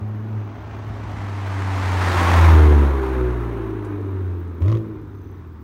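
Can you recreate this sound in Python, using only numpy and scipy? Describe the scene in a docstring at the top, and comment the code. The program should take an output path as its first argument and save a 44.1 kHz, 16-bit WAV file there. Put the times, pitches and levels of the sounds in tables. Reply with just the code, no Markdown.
"""A six-cylinder sports car slows past a roadside microphone, then blips its throttle for a downshift.
Firing pulses excite the silencer (boom) and tailpipes (growl), and engine orders swell as they sweep
through the pipe resonances. Gas rasps with each pulse, unburnt fuel pops, and the blip cracks.
The tyres roar ahead and fade behind, the wake buffets the microphone, grit ticks and trees echo.
Under it all lie still air, faint electronic chirps and, near the end, a far trill."""
import sys
import numpy as np
from scipy import signal
from scipy.fft import rfft, irfft
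from scipy.io import wavfile
from scipy.ndimage import uniform_filter1d

SR = 44100
rng = np.random.default_rng(int(sys.argv[2]) if len(sys.argv) > 2 else 0)


def master(y):
    """Save y as 16-bit WAV."""
    cut = np.clip(np.atleast_2d(y).T, -1, 1)
    pcm = np.round(cut * 32767)  # scale
    wavfile.write(sys.argv[1], SR, pcm.astype(np.int16))


N = 248283
TIME = np.arange(N) / SR

SPEED_M_PER_S, GAP_M, WHEELBASE_M = 12.26, 2.095, 2
WHEELS_S, PIPES_S = 2.34, 2.5  # when each is abreast of the microphone
BANK_JOINS_S, BANK_BLEND_S = 3.68, 0.75  # the second bank joins and the boom moves up an octave

# slowing in gear, the pitch falling fastest as the car goes by: (time [s], bank firing rate [Hz])
COAST = [(0, 105.2), (.3, 108.4), (.45, 103.7), (.9, 104.8), (1.3, 99.1), (1.8, 94.1), (2.28, 86.54),
         (2.53, 79.7), (2.78, 72), (3.0, 66.4), (3.22, 62.4), (3.75, 52.9), (4.3, 44.8), (4.605, 41.17)]
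# the downshift, revs leaping and sinking: (time [s], bank firing rate [Hz], boom level [dB])
BLIP = [(4.62, 43.19, -14.5), (4.69, 54.77, -15), (4.756, 56.02, -17), (4.872, 54.2, -36.5),
        (5.097, 49.25, -35.5), (5.279, 47.27, -35), (5.63, 36.8, -37.5)]
# throttle presses: (down [s], lifted [s], opening [0-1], added roughness after the lift [0-1])
PRESSES = [(-.1, 0.382, 0.61, 0.2), (4.6, 4.751, 0.92, 0.32)]
# silencer boom while coasting, and tailpipe growl with throttle shut: (time [s], level [dB])
BOOM_LEVEL = [(0, -25), (.28, -28.5), (.38, -22.5), (.54, -36.5), (.68, -32.5), (1.0, -30), (2.0, -20.5),
              (2.28, -17.5), (2.4, -9.5), (2.54, -7.5), (2.8, -11), (3.06, -24), (3.23, -18), (3.55, -26.5),
              (3.85, -29.5), (4.3, -23.5), (4.609, -32)]
GROWL_LEVEL = [(0, -47), (.8, -45.5), (2.3, -41), (2.72, -28), (3.5, -33.5), (4.05, -34), (4.5, -41),
               (4.9, -42.5), (5.3, -47.5), (5.63, -61)]
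# spectra of silencer, tailpipes, gas rasp, throaty bark and spitting: (frequency [Hz], level [dB])
SILENCER = [(20, -96), (42, -50), (50, 10), (57, 6.5), (68, 7.5), (85, 7.5), (110, 4.5), (135, -5.5),
            (170, -12), (192, -29), (260, -24), (400, -65), (3000, -110)]
TAILPIPE = [(100, -58), (190, -6.5), (240, -5.5), (300, -0.5), (345, -3), (395, 3.5), (430, -0.5),
            (490, -10), (620, -24.5), (800, -36), (1000, -25), (1500, -36), (3000, -74.5), (8000, -84)]
GAS = [(150, -23), (450, 19.5), (620, 9), (800, -8), (1000, 10), (1250, -1.5), (1700, -10.5), (3300, -23),
       (5000, -38), (6500, -28), (9000, -41), (16000, -43)]
BARK = [(330, -36.5), (470, 5), (560, 4.5), (650, -0.5), (820, -33.5)]
SPIT = [(300, 3.5), (520, 18.5), (800, -2), (1100, 15), (1600, -4.5), (1900, 2), (2800, -3.5), (3300, -3.5),
        (4800, -13.5), (6600, -14), (8000, -39), (9000, -31.5), (10500, -47)]
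# pipe resonances: (frequency [Hz], width [Hz], gain [dB])
PIPE_MODES = [(142, 112, -15), (190, 36, -17), (216, 18, -3.5), (240, 24, -15), (285.6, 9, -6.4),
              (309.5, 60, 0), (332.7, 11, -10), (354, 15, -6), (372.6, 23.8, 0.6), (395.5, 21, 0),
              (450, 54, -8), (497.6, 42, -4), (555, 30, -15), (640, 40, -15)]
# engine orders: (multiple of the bank firing rate [1], level at low revs [dB], at high revs [dB])
ORDERS = [(2, -6, 1), (3, 4, -4.5), (4, -6, -8), (5, -11, -5), (6, 0, 2), (7, -1, -16), (8, -6.5, 2),
          (9, -9, -5), (10, -11, -3)]
# propagation of gas rasp, ringing orders, tyre roar, tyre hiss and air rush:
# (gain abreast [dB], rearward bias [dB], loss ahead [dB/m], loss behind [dB/m])
RASP_PATH = (-34, 9, 0, 0.45)
RING_PATH = (-17, 1.5, .05, .09)
ROAR_PATH = (-19.5, -0.2, 0.05, -0.02)
HISS_PATH = (-36.5, -4.5, 0.5, 0.58)
RUSH_PATH = (-45.7, 1.5, 1.2, .34)
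# tyre spectra; far behind, grazing the ground hollows the low middle: (frequency [Hz], level [dB])
TYRES_FAR_AHEAD = [(30, -15), (70, 1.5), (250, 9), (450, -4.5), (620, 2.5), (950, 1.5), (1300, -2.5),
                   (2000, -10.5), (3000, -19), (5000, -33.5), (6200, -30), (7800, -53), (16000, -60)]
TYRES_AHEAD = [(30, -19.5), (70, 2.5), (170, -8), (280, -2), (400, -1.5), (520, -7), (700, -2), (950, 2),
               (1300, -2.5), (2000, -6), (3000, -17), (5000, -25.5), (7000, -30), (10000, -38),
               (16000, -52)]
TYRES_BEHIND = [(30, -15), (100, -12), (350, 0.5), (600, -4.5), (800, -1.5), (980, 1), (1400, -4),
                (2000, -11), (3000, -18), (3800, -18), (4900, -26.5), (5600, -25), (6800, -25.5),
                (7800, -36), (16000, -67)]
TYRES_FAR_BEHIND = [(30, -41), (100, 6.5), (350, 9.5), (540, -12.5), (830, -7), (960, -3.5), (1300, -6),
                    (2000, -15), (3000, -21.5), (3800, -13.5), (5000, -28), (6300, -17.5), (7800, -52),
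                    (16000, -53)]
# spectra of air round the body, still air with hiss, and the wake: (frequency [Hz], level [dB])
RUSH = [(4000, -36.5), (7700, -12.5), (8500, 4.5), (9600, 2.5), (10400, -6), (11300, 3), (14500, -3),
        (16000, 0.5)]
STILL_AIR = [(20, 11), (80, 45.5), (400, 11.5), (2000, 5), (5000, 8.5), (9000, -2.5), (10800, -15),
             (13000, -1), (14200, 0), (15400, 0.5)]
BUFFET = [(10, -32), (28, 9.5), (60, -12.5), (120, -12.5), (300, -15), (1000, -78)]
# electronic chirps: (delay in each cycle [s], frequency [Hz], half-length [s], level [dB])
CHIRPS = [(.004, 15200, .0045, -71), (.013, 15500, .0035, -73), (.018, 12700, .0028, -71.5),
          (.028, 13200, .0025, -74), (.008, 14000, .002, -76)]
# unburnt fuel popping in the pipe: (time [s], thump level [dB], crack level [dB])
POPS = [(0.873, -28, -66), (0.904, -24.5, -66), (1.052, -29, -71), (1.136, -28, -70), (4.963, -36, -51)]
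# the wake at the microphone: (time [s], level [dB])
WAKE_LEVEL = [(2.2, -69), (2.33, -42), (2.42, -31), (2.53, -39), (2.65, -69), (3.3, -55), (3.8, -65)]
# grit ticking on the road: (time [s], level [dB], decay [s])
TICKS = [(2.317, -43, .003), (3.848, -56, .013), (4.014, -65, .004), (4.075, -65, .002), (4.478, -67, .014)]
# tailpipe cracks during the blip: (time [s], level [dB])
CRACKS = [(4.621, -29), (4.661, -37), (4.682, -28), (4.699, -33), (4.7173, -27), (4.725, -27), (4.751, -31),
          (4.772, -36)]
# a faint, far trill: (time [s], frequency [Hz], level [dB])
TRILL = [(5.08, 6257, -87), (5.17, 6205, -77), (5.28, 6100, -74), (5.38, 6020, -79), (5.52, 5940, -96)]


def amp(db):
    """Amplitude ratio: tenfold for every 20 dB."""
    return 10 ** (np.asarray(db) / 20)


def unit_rms(x):
    """Power normalisation to rms 1."""
    return x / np.sqrt(np.mean(x ** 2) + 1e-20)


def steady(x, size=6000):
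    """Gain control: short-term rms is held at 1, so that a level curve can set it."""
    window = np.hanning(size)
    weight = signal.fftconvolve(np.ones(N), window, "same")
    return x / np.sqrt(abs(signal.fftconvolve(x ** 2, window, "same")) / weight + 1e-12)


def curves(rows):
    """Linear interpolation of a table's columns in time."""
    times, *columns = np.transpose(rows)
    return [np.interp(TIME, times, column) for column in columns]


def ramp(start_s, length_s):
    """Linear rise from 0 to 1."""
    return np.clip((TIME - start_s) / length_s, 0, 1)


def burst(start_s, decay_s):
    """Exponential decay after a sudden onset."""
    return (TIME >= start_s) * np.exp(-np.maximum(TIME - start_s, 0) / decay_s)


def colour(x, spectrum, size=8192):
    """Minimum-phase filter: it rings after a pulse, never before."""
    hz, db = np.transpose(spectrum)
    bin_hz = abs(np.fft.fftfreq(size, 1 / SR))
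    log_gain = np.log(amp(np.interp(np.log(bin_hz + 1), np.log(hz), db)))
    response = np.fft.ifft(np.exp(np.conj(signal.hilbert(log_gain)))).real
    fade = np.minimum(np.linspace(2, 0, size // 2), 1)
    return signal.oaconvolve(x, response[:size // 2] * fade)[:len(x)]


def noise(spectrum):
    """Spectrally shaped Gaussian noise of rms 1."""
    return unit_rms(colour(rng.standard_normal(N), spectrum))


def lowpass(x, hz):
    """Zero-phase low-pass filter."""
    return signal.sosfiltfilt(signal.butter(3, hz, fs=SR, output="sos"), x, padtype="even")


def flutter(hz):
    """Band-limited random fluctuation of rms 1."""
    rolloff = 1 + (np.fft.rfftfreq(N, 1 / SR) / hz) ** 4
    return unit_rms(irfft(rfft(rng.standard_normal(N)) / rolloff, N))


def place(abreast_s):
    """Uniform motion: metres past the microphone (negative on approach) and distance from it."""
    along = SPEED_M_PER_S * (TIME - abreast_s)
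    return along, np.hypot(along, GAP_M)


def passing(path, abreast_s):
    """Spherical spreading from a moving source, with directivity and ground loss, as a gain."""
    db, rear_db, loss_ahead, loss_behind = path
    along, distance = place(abreast_s)
    loss_db = np.where(along < 0, loss_ahead, loss_behind) * (distance - GAP_M)
    return amp(db + rear_db * along / distance - loss_db) * GAP_M / distance


def throttle(open_s=0.008, close_s=0.34):
    """Attack and release of the opening, 0-1: each press snaps open, holds and closes more slowly."""
    return sum(opening * (ramp(down, open_s) - ramp(lifted, close_s))
               for down, lifted, opening, _ in PRESSES)


def roughness(base=0.056, from_s=0.058, until_s=0.784, edge_s=0.11):
    """Cyclic variability: combustion turns ragged for a spell after each lift of the throttle."""
    return base + sum(ragged * (ramp(lifted + from_s, edge_s) - ramp(lifted + until_s, edge_s))
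                      for _, lifted, _, ragged in PRESSES)


def firings(cycles, imbalance=0.79, chance=0.94, full_jitter_s=0.0022):
    """Impulse train of two alternating banks; roughness scatters the burns in strength and timing."""
    at = np.flatnonzero(np.diff(np.floor(2 * cycles))) + 1
    count, rough = np.arange(len(at)), roughness()[at]
    cylinder = np.array([0.0, -1.5, 6.5, -2.2, 1.5, -2.0])[count % 6]
    bank = np.where(count % 2, 1, ramp(BANK_JOINS_S, BANK_BLEND_S)[at])
    size, lag = rng.standard_normal((1000, 2))[:len(at)].T
    strength = bank * (1 + rough * (imbalance * cylinder + chance * size))
    shift = np.round(full_jitter_s * SR * rough * lag).astype(int)
    return np.bincount(np.clip(at + shift, 0, N - 1), strength, N)


def exhaust(puff_cycles=0.36, leak=0.55, sputter_db=1.0, turbulence=1.35,
            growl_open_db=5, rasp_open_db=17.5):
    """Source and filter: pulses ring silencer and tailpipes; turbulent puffs add hoarseness and rasp."""
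    hz, = curves(COAST + [(s, rate) for s, rate, _ in BLIP])
    boom_db, = curves(BOOM_LEVEL + [(s, db) for s, _, db in BLIP])
    cycles, opening = np.cumsum(hz) / SR, throttle()
    pulses = firings(cycles)
    flow = leak + np.exp(-(cycles % 1) / puff_cycles)
    puffs = flow * amp(sputter_db * flutter(90)) * rng.standard_normal(N)
    boom = amp(boom_db) * steady(colour(pulses / np.sqrt(hz), SILENCER), size=2600)
    hoarse = steady(colour(pulses, TAILPIPE)) + turbulence * steady(colour(puffs, TAILPIPE))
    growl = amp(curves(GROWL_LEVEL)[0] + growl_open_db * opening) * steady(hoarse, size=4000)
    rasp = passing(RASP_PATH, PIPES_S) * amp(rasp_open_db * opening) * unit_rms(colour(puffs, GAS))
    return boom + growl + rasp + ringing(hz, cycles, opening) + bark_and_spit(hz, cycles, opening)


def ringing(hz, cycles, opening, low_revs_hz=58, high_revs_hz=72, odd_drop_db=7,
            shadow_db_per_octave=26, shadow_hz=230, open_db=17.5, waver_db=1.9, throb_db=1.27):
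    """Resonance: engine orders swell as they cross the pipe modes; the higher ones beam rearward."""
    along, distance = place(PIPES_S)
    off_axis = (1 - along / distance) / 2
    revs = np.clip((hz - low_revs_hz) / (high_revs_hz - low_revs_hz), 0, 1)
    cancel_db = odd_drop_db * ramp(BANK_JOINS_S, BANK_BLEND_S)  # even firing weakens odd orders
    orders = np.zeros(N)
    for multiple, low_db, high_db in ORDERS:
        order_db = low_db + (high_db - low_db) * revs - multiple % 2 * cancel_db
        order_hz = multiple * hz
        resonance = sum(amp(db) / (1 + (2 * (order_hz - mode_hz) / width) ** 2) ** 1.86
                        for mode_hz, width, db in PIPE_MODES)
        shadow_db = shadow_db_per_octave * off_axis * np.maximum(np.log2(order_hz / shadow_hz), 0)
        lift_db = open_db * opening * (2 / multiple) ** 0.42  # throttle lifts low orders most
        orders += resonance * amp(order_db + lift_db - shadow_db) * np.cos(2 * np.pi * multiple * cycles)
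    waver = amp(waver_db * flutter(2.7) + throb_db * flutter(89))
    return np.sqrt(2) * passing(RING_PATH, PIPES_S) * (1 - roughness()) * waver * orders


def bark_and_spit(hz, cycles, opening, bark_db=-43, spit_db=-37, full_hz=55,
                  leak=0.55, sharpness=1.2, scatter_db=2):
    """Pulsed flow noise: under throttle each firing barks, and spits harder as the revs rise."""
    flow = leak + np.exp(sharpness * (np.cos(4 * np.pi * cycles) - 1))
    puffs = flow * amp(scatter_db * flutter(90)) * rng.standard_normal(N)
    bark = amp(bark_db) * opening ** 4 * unit_rms(colour(puffs, BARK))
    force = opening ** 6 * np.minimum(hz / full_hz, 1) ** 4.1
    return bark + amp(spit_db) * force * unit_rms(colour(puffs, SPIT))


def axles(path):
    """Incoherent sources: front and rear wheels pass in turn, and their powers are averaged."""
    half_s = WHEELBASE_M / SPEED_M_PER_S / 2
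    return np.hypot(passing(path, WHEELS_S - half_s), passing(path, WHEELS_S + half_s)) / np.sqrt(2)


def crossfade(before, after, at_s, width_s):
    """Equal-power blend from one noise to another."""
    share = (1 + np.tanh((TIME - at_s) / width_s)) / 2
    return np.sqrt(1 - share) * before + np.sqrt(share) * after


def patchy(x, patch_db=1.5, size=4096):
    """Spectral modulation: narrow bands of the tyre roar swell and sink at random."""
    spectra = signal.stft(x, nperseg=size)[2]
    patches = uniform_filter1d(rng.standard_normal(spectra.shape), size=4, axis=0)
    patches = uniform_filter1d(patches, size=2, axis=1)
    return signal.istft(spectra * amp(patch_db * unit_rms(patches)), nperseg=size)[1][:N]


def tyres(split_hz=3000, grain_db=1.0, waver_db=0.5):
    """Rolling noise on coarse asphalt, coloured by bearing and range; air rushes round the body."""
    rear = crossfade(noise(TYRES_BEHIND), noise(TYRES_FAR_BEHIND), at_s=3.77, width_s=0.55)
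    front = crossfade(noise(TYRES_FAR_AHEAD), noise(TYRES_AHEAD), at_s=1.39, width_s=0.55)
    road = crossfade(front, rear, at_s=2.456, width_s=0.26)
    low = lowpass(road, split_hz)
    roar = axles(ROAR_PATH) * steady(low)
    hiss = axles(HISS_PATH) * steady(road - low)
    rush = axles(RUSH_PATH) * noise(RUSH)
    return patchy(roar + hiss + rush) * amp(grain_db * flutter(110) + waver_db * flutter(5.8))


def trees(x, t60_s=1.0, delay_s=0.014, echoes_per_s=600):
    """Scattering: verge and trees return a thin, dull tail of echoes."""
    t = TIME[:SR]
    taps = rng.standard_normal(SR) * (rng.random(SR) < echoes_per_s / SR)
    taps *= (t > delay_s) * amp(-60 * t / t60_s)
    tail = colour(taps, [(60, -14), (250, 0), (1400, 0), (8000, -20)])
    return signal.fftconvolve(x, tail / np.linalg.norm(taps))[:N]


def still_air(level_db=-57):
    """Stationary noise floor of still air and microphone hiss."""
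    return amp(level_db) * noise(STILL_AIR)


def electronics(cycle_hz=30, spread_hz=230, jitter_s=0.002, scatter_db=5, click_db=-56, clicks_per_s=20):
    """Periodic self-noise: electronics chirp and tick faintly at the top of the treble."""
    chirps = np.zeros(N)
    for delay_s, hz, half_s, db in CHIRPS:
        cycles = (TIME - delay_s + jitter_s * flutter(12)) * cycle_hz
        offset_s = ((cycles + 0.5) % 1 - 0.5) / cycle_hz
        whistle = np.sin(2 * np.pi * np.cumsum(hz + spread_hz * flutter(250)) / SR)
        chirps += amp(db + scatter_db * flutter(25)) * np.exp(-(offset_s / half_s) ** 2) * whistle
    clicks = np.diff(np.floor(TIME * clicks_per_s + 0.5), prepend=0) * amp(scatter_db * flutter(25))
    return chirps + amp(click_db) * colour(clicks, [(3000, -19), (8500, 2), (16000, -1)])


def pops(crack_decay_s=0.011):
    """Impulse response: each pop of unburnt fuel strikes the silencer once, with a short crack of gas."""
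    spectrum = [(25, -50), (45, 13), (62, 11), (85, 0), (115, 7), (200, -10), (500, -26), (3000, -110)]
    thump = colour(signal.unit_impulse(N), spectrum)
    thump /= abs(thump).max()
    crack = noise(GAS)
    return sum(amp(thump_db) * np.interp(TIME - s, TIME, thump, left=0)
               + amp(crack_db) * burst(s, crack_decay_s) * crack for s, thump_db, crack_db in POPS)


def wake():
    """Turbulent pressure: the car's wake buffets the microphone."""
    return amp(curves(WAKE_LEVEL)[0]) * noise(BUFFET)


def grit():
    """Impact noise: grit ticks on the road in bright, fast-decaying bursts."""
    envelope = sum(amp(db) * burst(s, decay_s) for s, db, decay_s in TICKS)
    return envelope * noise([(1500, -35), (4500, -4), (9500, -3), (15000, -24)])


def cracks(spray_gain=0.29, spray_decay_s=0.0027):
    """Shock waves: each tailpipe crack is a steep front with a short spray of gas behind it."""
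    shocks = np.zeros(N)
    for s, db in CRACKS:
        spray = spray_gain * burst(s, spray_decay_s) * rng.standard_normal(N)
        shocks += amp(db) * (signal.unit_impulse(N, round(s * SR)) + spray)
    return colour(shocks, SPIT) / abs(colour(signal.unit_impulse(SR), SPIT)).max()


def trill(rate_hz=47, wander_cycles=0.25, spread_hz=150):
    """Amplitude modulation: a faint, high tone throbs quickly as its pitch sinks."""
    hz, db = curves(TRILL)
    throb = np.sin(np.pi * (rate_hz * TIME + wander_cycles * flutter(15))) ** 4
    tone = np.sin(2 * np.pi * np.cumsum(hz + spread_hz * flutter(350)) / SR)
    return amp(db) * unit_rms(throb * tone)


def scene(echo_db=-15, cut_hz=46):
    """Superposition of car, echoes and roadside at one microphone."""
    pipes = exhaust() + pops() + cracks()
    pipes -= lowpass(pipes, cut_hz)  # the deep bass below about 45 Hz is cut away
    echoes = amp(echo_db) * trees(pipes)
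    return (pipes + echoes + tyres() + wake() + grit() + trill() + still_air())[None]


def record(dry, edge_hz=15900):
    """Band limiting: the electronics add their chirps, and a steep low-pass trims the top."""
    band = signal.firwin(511, edge_hz, window=("kaiser", 9), fs=SR)
    return signal.oaconvolve(dry + electronics(), band[None], "same")


dry = scene()
out = record(dry)
master(out)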